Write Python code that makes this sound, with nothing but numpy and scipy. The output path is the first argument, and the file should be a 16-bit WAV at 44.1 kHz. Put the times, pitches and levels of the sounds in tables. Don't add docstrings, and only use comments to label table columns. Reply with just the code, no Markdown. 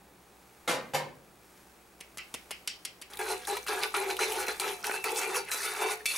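import sys
import numpy as np
from scipy import signal
from scipy.fft import rfft, irfft, next_fast_len
from scipy.io import wavfile
from scipy.ndimage import uniform_filter1d

SR = 44100
rng = np.random.default_rng(int(sys.argv[2]) if len(sys.argv) > 2 else 0)


def generate_wav(sig):
    pcm = np.round(np.clip(np.atleast_2d(sig).T, -1, 1) * 32767).astype(np.int16)
    wavfile.write(sys.argv[1], SR, pcm)


def volts_from_decibels(level):
    exponent = np.asarray(level, float) / 20
    return 10 ** exponent


N = 272097
T = np.arange(N) / SR


def level(x, db):
    return x * volts_from_decibels(db) / np.sqrt(np.mean(x ** 2))


def add(out, start_s, x):
    k = int(start_s * SR)
    out[k:k + len(x)] += x[:N - k]


def along(points, hz):
    point_hz, value = np.transpose(points)
    return np.interp(np.log(np.maximum(hz, 1)), np.log(point_hz), value)


def colour(x, points):
    size = next_fast_len(len(x) + 4096)
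    gain = volts_from_decibels(along(points, np.fft.rfftfreq(size, 1 / SR)))
    return irfft(rfft(x, size) * gain, size)[:len(x)]


def band(x, lo_hz, hi_hz):
    sos = signal.butter(2, [lo_hz, min(hi_hz, .45 * SR)], "bandpass", fs=SR, output="sos")
    return signal.sosfilt(sos, x)


def fall(t, t60):
    return np.exp(-np.log(1000) * t / t60)


def walk(rate):
    k = int(SR / rate)
    held = np.repeat(rng.standard_normal(N // k + 1), k)
    return 1.17 * uniform_filter1d(uniform_filter1d(held, k), k)[:N]


def grains(rate, spread_db, top_db=14):
    chance = rng.random((3, N))
    size_db = np.minimum(-spread_db * np.log(1 - chance[2]), top_db)
    return level((chance[0] < rate / SR) * np.sign(chance[1] - .5) * volts_from_decibels(size_db), 0)


def burst(length_s):
    t = T[:SR // 3]
    return rng.standard_normal(len(t)) * np.exp(-t / length_s) / 2


def ring(x, modes, wander_db):
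    out = 0
    for hz, db, t60 in modes:
        fade = fall(1 / SR, max(t60, .005))
        wander = np.clip(walk(16), -2, 1.5)
        detune = 1 + 0.017 * wander[::-1][:len(x)]
        turn = np.exp(2j * np.pi * hz / SR * np.cumsum(detune))
        drive = x * volts_from_decibels(db + wander_db * wander[:len(x)])
        mode = signal.lfilter([1], [1, -fade], drive * turn.conj()) * turn
        out = out + np.sqrt(1 - fade) * mode.imag
    return out


def echo(x, t60):
    tail = np.zeros(SR)
    for hz in 45 * 2 ** np.arange(0, 9, .5):
        noise = band(rng.standard_normal(SR), hz / 2 ** .25, hz * 2 ** .25)
        band_t60 = along(t60, hz)
        tail += noise * fall(T[:SR], band_t60) / np.sqrt(band_t60)
    return signal.fftconvolve(x, tail / np.sqrt(np.sum(tail ** 2)))[:N]


# pitch_hz, level_db per Hz
AIR_COLOUR = [(18, -44), (30, -34), (49, -23), (71, -1.5), (91, -30), (126, -2), (148, -36), (171, -1.5),
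              (252, -11), (279, -6.5), (357, -4.5), (688, -12), (762, -6), (1080, -16), (4000, -28.5),
              (5200, -44), (8800, -120)]
AIR_DB = -61
# pitch_hz, side_minus_mid_db
AIR_WIDTH = [(60, -16), (110, -14), (200, -14), (380, -14), (700, -12), (1290, -7), (2380, -7), (4400, -7),
             (8120, -14), (15000, -21)]
# pitch_hz, level_db per Hz
SIFT_COLOUR = [(710, 1), (1200, 4.5), (2100, -0.5), (2420, 1.5), (2950, -5), (9540, -4.5), (14500, -7),
               (15600, -27), (16500, -42)]
# time_s, level_db
SIFT_LEVEL = [(0.0, -57), (.8, -53.5), (1.1, -57), (1.39, -55.5), (1.58, -52.5), (1.75, -55.5),
              (2.0, -55.5), (2.35, -51.5), (3.1, -55.5), (3.2, -53), (4.5, -47.5), (6.17, -59)]
# time_s, level_db
HUM_LEVEL = [(0.0, -71), (1.7, -73), (2.35, -70), (2.9, -74), (3.25, -64), (4.05, -68), (4.38, -65),
             (4.91, -73), (6.17, -72)]


def kitchen():
    air = [level(colour(rng.standard_normal(N), AIR_COLOUR), AIR_DB + 0.5) * volts_from_decibels(0.4 * walk(2.13))
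           for _ in range(2)]
    hiss = level(colour(grains(8000, 2.0), SIFT_COLOUR), -6.5)
    hiss = hiss * volts_from_decibels(np.interp(T, *np.transpose(SIFT_LEVEL)))
    hum_db = np.interp(T, *np.transpose(HUM_LEVEL)) + 2.5 + 0.48 * walk(6.2)
    hum = volts_from_decibels(hum_db) * np.sin(2 * np.pi * 60 * T)
    whine = volts_from_decibels(-73) * np.sin(2 * np.pi * 15735 * T)
    side = colour(air[1] + np.roll(hiss, SR // 7), AIR_WIDTH) + np.roll(hum, SR // 240) * volts_from_decibels(-11)
    return air[0] + hiss + hum + whine, side


# start_s, length_s, level_db
CLATTER_1 = [
    (.676, 0.023, -24.5),
    (.696, 0.024, -29),
    (.724, 0.025, -34.5),
]
CLATTER_2 = [
    (.935, 0.018, -30),
    (.945, 0.02, -28.5),
    (.967, 0.044, -53),
]
# pitch_hz, level_db per Hz
COLOUR_1 = [(47, -69), (80, -22), (140, -10.5), (445, -11), (487, -2.5), (622, -7.5), (1100, -7),
            (1740, -9), (10800, -24), (14100, -32), (16500, -75)]
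COLOUR_2 = [(47, -54), (80, -7.5), (436, -10), (498, -4), (636, -10), (727, -3.5), (972, -6.5),
            (8640, -24.5), (13800, -27), (16500, -56)]
# pitch_hz, level_db, t60_s
BODY_1 = [(485, 3.5, 0.28), (1720, -9, 0.12), (138, -15, 1), (185.5, -13, 0.91)]
BODY_2 = [(752, -1, 0.15), (925, -9, 0.15), (148.2, -2, 0.45)]
# pitch_hz, t60_s
FAR_T60 = [(100, 1.7), (260, 0.85), (700, 0.41), (1840, 0.43), (4850, 0.3), (12800, 0.17)]
# pitch_hz, side_minus_mid_db
FAR_WIDTH = [(60, -10), (110, -11), (200, -11), (380, -11), (700, -8), (1290, -7), (2380, -7), (4400, -8),
             (8120, -10), (15000, -20)]


def clatter(parts, points, body):
    shake = np.zeros(N)
    for s, length, db in parts:
        shake += volts_from_decibels(db) * np.clip((T - s) / 0.0012, 0, 1) * (T < s + length)
    dry = shake * level(colour(grains(5000, 1.4, top_db=6.5), points), 0)
    dry = band(band(dry, 110, 19000), 110, 17000)
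    hum = band(ring(shake * grains(5000, 1.3), body, 0) * volts_from_decibels(-4.0), 120, 17000)
    mid = hum + dry * volts_from_decibels(-4.5) + echo(dry, FAR_T60) * volts_from_decibels(-2.5)
    return mid, colour(echo(dry, FAR_T60), FAR_WIDTH) * volts_from_decibels(-1.5)


# start_s, peak_db, low_mesh_db, high_mesh_db, thump_db
TAPS = [(2.005, -38, -24, -25, -16), (2.009, -29, -6, -16, -7), (2.172, -51, -22, -25, -19),
        (2.173, -27, -32, -26, -7), (2.182, -27.5, 4, -6, -28), (2.3409, -21, -8.5, -27, -6.5),
        (2.347, -26, -16, -15, -5), (2.508, -24, -2, -28, -3), (2.513, -24, -13, -10.5, -7),
        (2.674, -40, -22, -20, -26), (2.6753, -17.5, -7.5, -4, -21), (2.850, -21.5, -25, -28, -26),
        (2.8531, -22, -8.5, -10, -28), (3.015, -30.5, -20, -23, -6.5), (3.021, -29, -6.5, -14, -16)]
# pitch_hz, level_db per Hz
SLAP = [(470, -45), (800, -19), (3100, -2), (4050, -5), (5020, -4.5), (5770, -6.5), (10900, -5),
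        (15500, -30), (16500, -37)]
# centre_hz, spread_hz, level_db, t60_s
LOW_MESH = [(2160, 110, -3, 0.21), (2680, 140, -2, 0.2), (2297, 500, -3, 0.19)]
HIGH_MESH = [(3110, 110, -2, 0.24), (4320, 370, -1.5, 0.21), (5270, 280, -1, 0.22), (7250, 1200, -5, 0.17)]


def sieve():
    out = np.zeros(N)
    for s, db, low_db, high_db, thump_db in TAPS:
        hit = burst(0.0037) * volts_from_decibels(db)
        t = T[:len(hit)]
        add(out, s, colour(hit, SLAP) * volts_from_decibels(7.5) + band(hit, 130, 1500) * volts_from_decibels(thump_db + 9.5))
        for family, mesh_db in ((LOW_MESH, low_db), (HIGH_MESH, high_db)):
            for centre_hz, spread_hz, own_db, t60 in family:
                hz = centre_hz + spread_hz * rng.standard_normal((60, 1))
                crowd = np.sin(2 * np.pi * (hz * t + rng.random((60, 1)))).sum(axis=0)
                add(out, s + 0.002, crowd * fall(t, t60) * volts_from_decibels(db + mesh_db + own_db - 31.5))
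    return out


def note(hz, cycles, glide):
    turns = T[:SR // 25] * hz
    shape = np.exp(-turns / max(cycles, 1)) * np.minimum(turns / 1.2, 1)
    return shape * np.sin(2 * np.pi * turns * (1 + glide * turns / cycles))


def struck(modes, db):
    t = T[:SR // 3]
    return sum(volts_from_decibels(db + own_db) * fall(t, t60) * np.sin(2 * np.pi * hz * t) for hz, own_db, t60 in modes)


# start_s, peak_db, pitch_hz
SNAPS = [(3.294, -33, 7840), (3.3188, -34, 12600), (3.3188, -20, 10700), (3.4712, -19.5, 9300),
         (3.5123, -19, 7900), (3.5553, -32, 10460), (3.5687, -25, 10200), (3.63, -30, 6100),
         (3.6475, -35, 11400), (3.6825, -24, 7650), (3.682, -24, 9470), (3.6904, -23, 5600),
         (3.7872, -36, 11100), (3.8286, -28, 9770), (3.8336, -14, 5000), (3.9409, -40, 5230),
         (3.9523, -35, 6250), (3.953, -31, 6280), (3.9675, -20, 9800), (4.0022, -17, 10700),
         (4.0616, -36, 5960), (4.0885, -36, 6090), (4.101, -31, 6400), (4.1665, -27, 9420),
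         (4.191, -21, 6000), (4.2093, -23, 8000), (4.2202, -23, 5860), (4.3185, -23, 8260),
         (4.364, -20, 9100), (4.3839, -34, 9400), (4.4667, -28, 5800), (4.4828, -21, 5880),
         (4.579, -33, 11500), (4.5987, -23, 8900), (4.719, -24, 10300), (4.8286, -28, 5570),
         (4.8428, -25, 5650), (4.869, -21.5, 5600), (4.8942, -36, 7500), (4.9082, -29, 5500),
         (4.9228, -19, 9000), (4.9491, -22, 9260), (5.0404, -28, 6410), (5.1182, -27, 12100),
         (5.119, -18, 9100), (5.1596, -26, 9300), (5.1746, -22, 11400), (5.1855, -23, 8610),
         (5.2763, -26, 10600), (5.3282, -37, 9400), (5.3547, -32, 6400), (5.369, -18, 10100),
         (5.4983, -33, 7900), (5.5138, -24, 9210), (5.6111, -21, 8600), (5.634, -21, 9630),
         (5.65, -20, 9680), (5.8605, -30, 6450), (5.87, -26, 6410), (5.9194, -19, 9850),
         (3.367, -34, 2600), (3.407, -45, 2700), (3.611, -38, 10100), (3.648, -39, 8100),
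         (3.893, -32, 13000), (3.909, -37, 9800), (3.923, -36, 6000), (3.934, -32, 8500),
         (4.156, -38, 7500), (4.769, -40, 6400), (4.786, -38, 11700), (4.793, -38, 8800),
         (4.809, -37, 11000), (4.869, -15.5, 11700), (5.001, -35, 11100), (5.452, -31, 10500),
         (5.478, -41, 7000), (3.968, -24, 12500), (5.2, -27, 13500), (5.215, -28, 12500),
         (5.529, -29, 13500)]
# start_s, peak_db, pitch_hz, cycles
PINGS = [(3.1709, -34, 3650, 7.5), (3.1958, -26, 1620, 9.1), (3.2113, -22.5, 1620, 10),
         (3.2646, -24, 1470, 12), (3.2821, -22, 2490, 8), (3.4143, -39, 2700, 8), (3.45, -29, 4170, 10),
         (3.4732, -24, 1600, 9.7), (3.548, -29, 1234, 9.4), (3.5683, -23, 937, 8.1),
         (3.6647, -28, 1350, 6.7), (3.6833, -22, 1350, 6.8), (3.8337, -28, 3940, 11),
         (3.941, -20.5, 1277, 9.7), (3.952, -26, 1300, 8), (4.0948, -21, 1470, 9), (4.1667, -29, 2920, 7),
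         (4.191, -16, 1350, 5.3), (4.2104, -19, 2380, 7.3), (4.2304, -15.5, 2350, 6.3),
         (4.3197, -24, 2680, 5.9), (4.3862, -24, 1410, 10), (4.4696, -25, 2500, 15),
         (4.4814, -18, 2160, 7.1), (4.5988, -22, 4120, 8), (4.8366, -26, 1350, 7.5),
         (4.8435, -21, 1450, 6.6), (4.8968, -17.5, 1434, 7.6), (4.9149, -20, 2420, 8),
         (4.9407, -20, 1460, 6.8), (5.041, -17, 2295, 7.3), (5.121, -32, 2310, 6.6), (5.345, -25, 2600, 30),
         (5.3539, -23, 1077, 9.7), (5.360, -21, 1090, 4), (5.366, -16, 980, 3.3), (5.4776, -37, 1620, 8),
         (5.4936, -31, 1500, 7.3), (5.5021, -27, 1650, 10), (5.516, -28, 1720, 8), (5.6043, -23, 1720, 9.8),
         (5.75, -29, 2590, 8), (5.761, -26, 1390, 7.5), (5.821, -23, 946, 12), (6.0066, -31, 1730, 8),
         (6.0613, -21, 2330, 15), (6.103, -20, 2620, 13), (6.114, -21, 2570, 12), (6.118, -21, 4220, 16),
         (6.141, -25, 2570, 12)]
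# start_s, level_db
RIM_HITS = [
    (6.057, -28),
    (6.085, -36),
]
# pitch_hz, level_db, t60_s
CLEAR_RIM = [(2314, -3.5, 0.2), (2650, -3.5, 0.25), (3160, -28, 0.19), (3451, -9, 0.63), (4360, -6, .15),
             (4646, -14, 0.32), (1350, -23, 0.14)]


def wires():
    out = np.zeros(N)
    for s, db, hz in SNAPS:
        add(out, s, note(hz, 5.5, 0) * volts_from_decibels(db - 3))
    for s, db, hz, cycles in PINGS:
        add(out, s, note(hz, cycles, 0.019) * volts_from_decibels(db - 6.5))
    for s, db in RIM_HITS:
        add(out, s, struck(CLEAR_RIM, db))
    return out


def splash(rate, lo_hz, hi_hz, cycles):
    out, t = np.zeros(N), T[:SR // 40]
    for s, pitch, size in rng.random((int(rate * N / SR), 3)):
        hz = lo_hz * (hi_hz / lo_hz) ** pitch
        age = t * hz / cycles
        bubble = np.exp(-age) * np.sin(2 * np.pi * hz * t * (1 + 0.128 * age))
        add(out, s * (N - 1) / SR, volts_from_decibels(14 * size) * bubble)
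    return level(out, 0)


def patchy(x, edges_hz, flicker_db):
    parts = [band(x, lo, hi) * volts_from_decibels(flicker_db * walk(45.12)[:len(x)])
             for lo, hi in zip(edges_hz, edges_hz[1:])]
    return level(sum(parts[::2]) - sum(parts[1::2]), 0)


# start_s, length_s, bottom_drag_db, landing_db, wall_height_db
STROKES = [(3.1, 0.15, -50.5, -77, -10), (3.19, 0.13, -33, -34.5, 0), (3.471, 0.055, -29.5, -37.5, 1.5),
           (3.664, 0.01, -58, -38, 2), (3.682, 0.15, -35, -34.5, -1), (3.941, 0.16, -33.5, -32.5, -3),
           (4.167, 0.0063, -63, -53, 8), (4.19, 0.33, -37, -32, -4), (4.481, 0.016, -57, -39, -2),
           (4.597, 0.14, -37, -32.5, 1), (4.84, 0.11, -37, -35, -2), (5.04, 0.28, -43.5, -35, 0.5),
           (5.485, .025, -49, -52, -10), (5.514, 0.42, -63, -31.5, 3.5), (6.056, 0.14, -74, -47, 20)]
# peak_s, pressure_db, depth_db, wall_height_db, wire_brightness_db
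PUSHES = [(3.14, -47.5, -15, -4, -2), (3.314, -35.5, -6, -0.5, 0), (3.455, -48.5, -16, 1, -3),
          (3.57, -40, -11, 1, -5), (3.727, -37.5, 1, 1, -25), (3.837, -28.5, -2.5, 1, -3),
          (3.966, -30.5, 5.5, -1.5, -3.5), (4.108, -39.5, 3.5, 3.5, -6.5), (4.234, -37, -7, 3.5, -4.5),
          (4.327, -52.5, -22, 10, 4.5), (4.407, -35, 2.5, 4.5, -2.5), (4.497, -35.5, -15, -6, -3),
          (4.668, -34.5, -2, -9, -1), (4.905, -54, -15, -5, -11), (4.962, -36, -1, -3, 1),
          (5.056, -36.5, 8, 2.5, -16), (5.19, -39.5, 10.5, 6, 6), (5.234, -34, -30, -5, 3.5),
          (5.369, -30.5, 3.5, -0.5, 0), (5.524, -55, -15, -16, 6), (5.542, -41, -3, -8, 17),
          (5.669, -34, -21, -5, -0.5), (5.775, -45.5, -1.5, -8, 1), (5.862, -39, 13.5, -12, -8),
          (5.911, -32.5, 2.5, 1, -0.5), (6.17, -34, -22, 0, -2)]
OFFSET_DB = [-2.5, -2, -1.77, -4]
HEIGHT_GAIN = [-0.076, -0.45, 0.86, 0.98]
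# landing fade, push rise and release, in db per s
LANDING_DB_S = [300, 258, 257, 285]
RISE_DB_S = [137, 223, 276, 340]
RELEASE_DB_S = [276, 317, 310, 440]
START = int(STROKES[0][0] * SR)


def contact():
    t = T[START::32]
    settings = (OFFSET_DB, HEIGHT_GAIN, LANDING_DB_S, RISE_DB_S, RELEASE_DB_S)
    offset, tilt, landing, rise, release = (np.array(v)[:, None] for v in settings)
    upper = np.array([[0], [1], [1], [1]])
    out = volts_from_decibels(-56.5)
    for s, length, drag_db, land_db, height_db in STROKES:
        held = np.clip((t - s) / 0.0016, 0, 1) * volts_from_decibels(-release * np.maximum(t - s - length, 0))
        settle = volts_from_decibels(-landing * np.maximum(t - s, 0)) + volts_from_decibels(-12.5)
        wall = volts_from_decibels(land_db + tilt * height_db) * settle
        out = out + held * np.where(upper, wall, volts_from_decibels(drag_db))
    for s, db, depth_db, height_db, bright_db in PUSHES:
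        touch = max([row[0] for row in STROKES if row[0] < s])
        shape_db = np.minimum(rise * (t - s), release * (s - t))
        layer_db = np.array([[depth_db], [0], [0], [bright_db]])
        out = out + (t > touch) * volts_from_decibels(db + shape_db + tilt * height_db + layer_db)
    return [np.interp(T[START:], t, row) for row in out * volts_from_decibels(offset)]


# pitch_hz, level_db, t60_s
BOTTOM = [(394, -30, 0.85), (390, -2, 0.17), (422.4, 1.5, 0.079), (495.7, -10.5, 0.34),
          (580.5, -14.5, 0.16), (735, -8, 0.52), (798.7, -3.5, 0.077), (754, -46, 0.16), (886, -10.5, 0.12),
          (892, -16.5, 0.25)]
WALL = [(1196, -8, 0.091), (1020, -9, 0.05), (1306, -1.5, 0.063), (1459, -2, 0.1), (1553, -1, 0.016),
        (1670, -4.5, 0.12), (1765, -10, 0.029), (1900, -34, 0.21), (2170, -10.5, 0.038), (2350, -3, 0.21),
        (2440, -18, 0.071), (2632, -2, 0.11), (2600, -35, 0.086), (3235, -8, 0.027), (3490, -6, 0.11),
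        (3675, -5, 0.085), (4032, -4, 0.051), (4170, 0, 0.02), (4480, -8, 0.033), (5960, -13, 0.032)]
WIRES = [(6150, -42, 0.09), (7600, -1, 0.06), (8720, -22, 0.03), (9400, -28, 0.047), (10500, 6, 0.059),
         (12800, 0, 0.026)]
# pitch_hz, level_db per Hz
RASP = [(180, -19), (300, 28.5), (392, -1), (627, -12), (820, 20), (1130, 11.5), (2320, 1.5), (3190, -8.5),
        (4170, -6), (7020, -13), (10300, -8.5), (15400, -29), (16500, -97)]
DRY_HZ = [2050, 2900, 3700, 5000]
WIRE_HZ = [5000, 6500, 8000, 9500, 11500, 13500, 17000]
# start_s, peak_db, centre_hz, treble_db
TICKS = [(3.102, -48, 2610, -19), (3.135, -27.5, 3650, -17), (3.1716, -28.5, 3830, -7.5),
         (3.4505, -28, 4170, -15), (3.4724, -27, 1630, -6), (3.5707, -21, 2490, -15),
         (3.666, -23, 1300, -27), (3.674, -20.5, 2660, -17), (3.8347, -19, 3700, -14),
         (3.9424, -33, 2160, -22), (4.0608, -29, 1670, -26), (4.102, -20, 2570, -24),
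         (4.1673, -21, 2900, -16), (4.2098, -18, 2430, -37), (4.3213, -19.5, 2670, -9),
         (4.3846, -35, 4160, -13), (4.468, -26, 2600, -9), (4.483, -17.5, 2110, -16),
         (4.5984, -21, 4300, -10), (4.8439, -15, 2250, -20), (4.8686, -25, 2450, -15),
         (4.897, -18, 1620, -28), (4.912, -17, 1650, -21), (5.0416, -17, 2330, -10),
         (5.12, -33, 2350, -4.5), (5.16, -20, 4000, -18), (5.3557, -16, 2500, -18),
         (5.5104, -29, 8900, -30), (5.821, -21.5, 2620, -24), (6.057, -19, 4700, -20)]
# start_s, peak_db, pitch_hz
PLOPS = [
    (4.896, -27, 260),
    (5.545, -33, 300),
    (4.485, -31, 200),
]


def whisk():
    bottom, wet, dry, wire = contact()
    wet_modes, dry_modes, wander_db = WALL[:7], WALL[7:], 6
    press = volts_from_decibels(2.2 * walk(40))[START:]
    drag, slosh, chatter, sizzle = (press * grains(rate, 3.8)[START:] for rate in (3000, 2200, 2400, 5000))
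    scrape = ring(drag * bottom, BOTTOM, 3) * volts_from_decibels(-3.5)
    scrape += ring(slosh * wet, wet_modes, wander_db) * volts_from_decibels(-7.5)
    scrape += ring(chatter * dry, dry_modes, wander_db) * volts_from_decibels(-7.0)
    scrape += ring(sizzle * wire, WIRES, wander_db) * 0.13
    scrape += bottom * level(band(colour(drag, RASP), 416, 804), -12.5)
    bubbles = splash(250, 918, 2123, 3.82)[START:] * volts_from_decibels(-8.5)
    scrape += wet * (level(band(colour(slosh, RASP), 1390, 2380), -8.0) + bubbles)
    scrape += dry * patchy(colour(chatter, RASP), DRY_HZ, 5.3) * volts_from_decibels(-4.5)
    flutter = volts_from_decibels(2.64 * walk(70))[START:]
    scrape += wire * flutter * patchy(colour(sizzle, RASP), WIRE_HZ, 2.8) * volts_from_decibels(-1.5)
    snaps = patchy(grains(260, 3.5, top_db=12)[START:], WIRE_HZ[:-1] + [15000], 4)
    scrape += (wire + volts_from_decibels(-46)) * snaps * volts_from_decibels(-14)
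    out, strikes = np.zeros(N), np.zeros(N)
    first_mode = signal.butter(6, 345, "highpass", fs=SR, output="sos")
    add(out, STROKES[0][0], signal.sosfilt(first_mode, scrape))
    for s, db, hz, treble_db in TICKS:
        hit = burst(0.0035) * volts_from_decibels(db)
        body = band(hit, hz / 1.25, hz * 1.25) * volts_from_decibels(7)
        add(out, s, body + band(hit, 6000, 15000) * volts_from_decibels(treble_db + 9))
        strikes[int(s * SR)] = volts_from_decibels(db)
    out[START:] += ring(strikes[START:], dry_modes, wander_db) * volts_from_decibels(-9)
    for s, db, hz in PLOPS:
        thud = np.exp(-T[:SR // 20] / .0002)
        add(out, s, band(band(thud, hz, 8 * hz), hz, 8 * hz) * volts_from_decibels(db + 15))
    return out


# pitch_hz, t60_s
NEAR_T60 = [(200, 0.32), (1000, 0.15), (4000, 0.36), (12000, 0.085)]
# pitch_hz, side_minus_mid_db
NEAR_WIDTH = [(60, -9), (110, -6), (200, -5), (380, -9), (700, -9), (1290, -7), (2380, -7.5), (4400, -9),
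              (8120, -18), (15000, -17)]


def scene():
    near = whisk() + wires() + sieve()
    pot_mid = near + echo(near, NEAR_T60) * 0.24
    pot_side = colour(echo(near, NEAR_T60), NEAR_WIDTH) * volts_from_decibels(-1.5)
    first = clatter(CLATTER_1, COLOUR_1, BODY_1)
    second = clatter(CLATTER_2, COLOUR_2, BODY_2)
    mid, side = np.sum([(pot_mid, pot_side), first, second, kitchen()], axis=0)
    side += band(mid, 950, 1500) * volts_from_decibels(-14)
    return np.array([mid + side, mid - side])


def band_limit(x):
    return signal.sosfilt(signal.butter(12, 16980, fs=SR, output="sos"), x)


def record(dry):
    top_cut = signal.ellip(6, .5, 30, 15850, fs=SR, output="sos")
    mix = signal.sosfilt(top_cut, dry)
    return band_limit(mix)


dry = scene()
out = record(dry)
generate_wav(out)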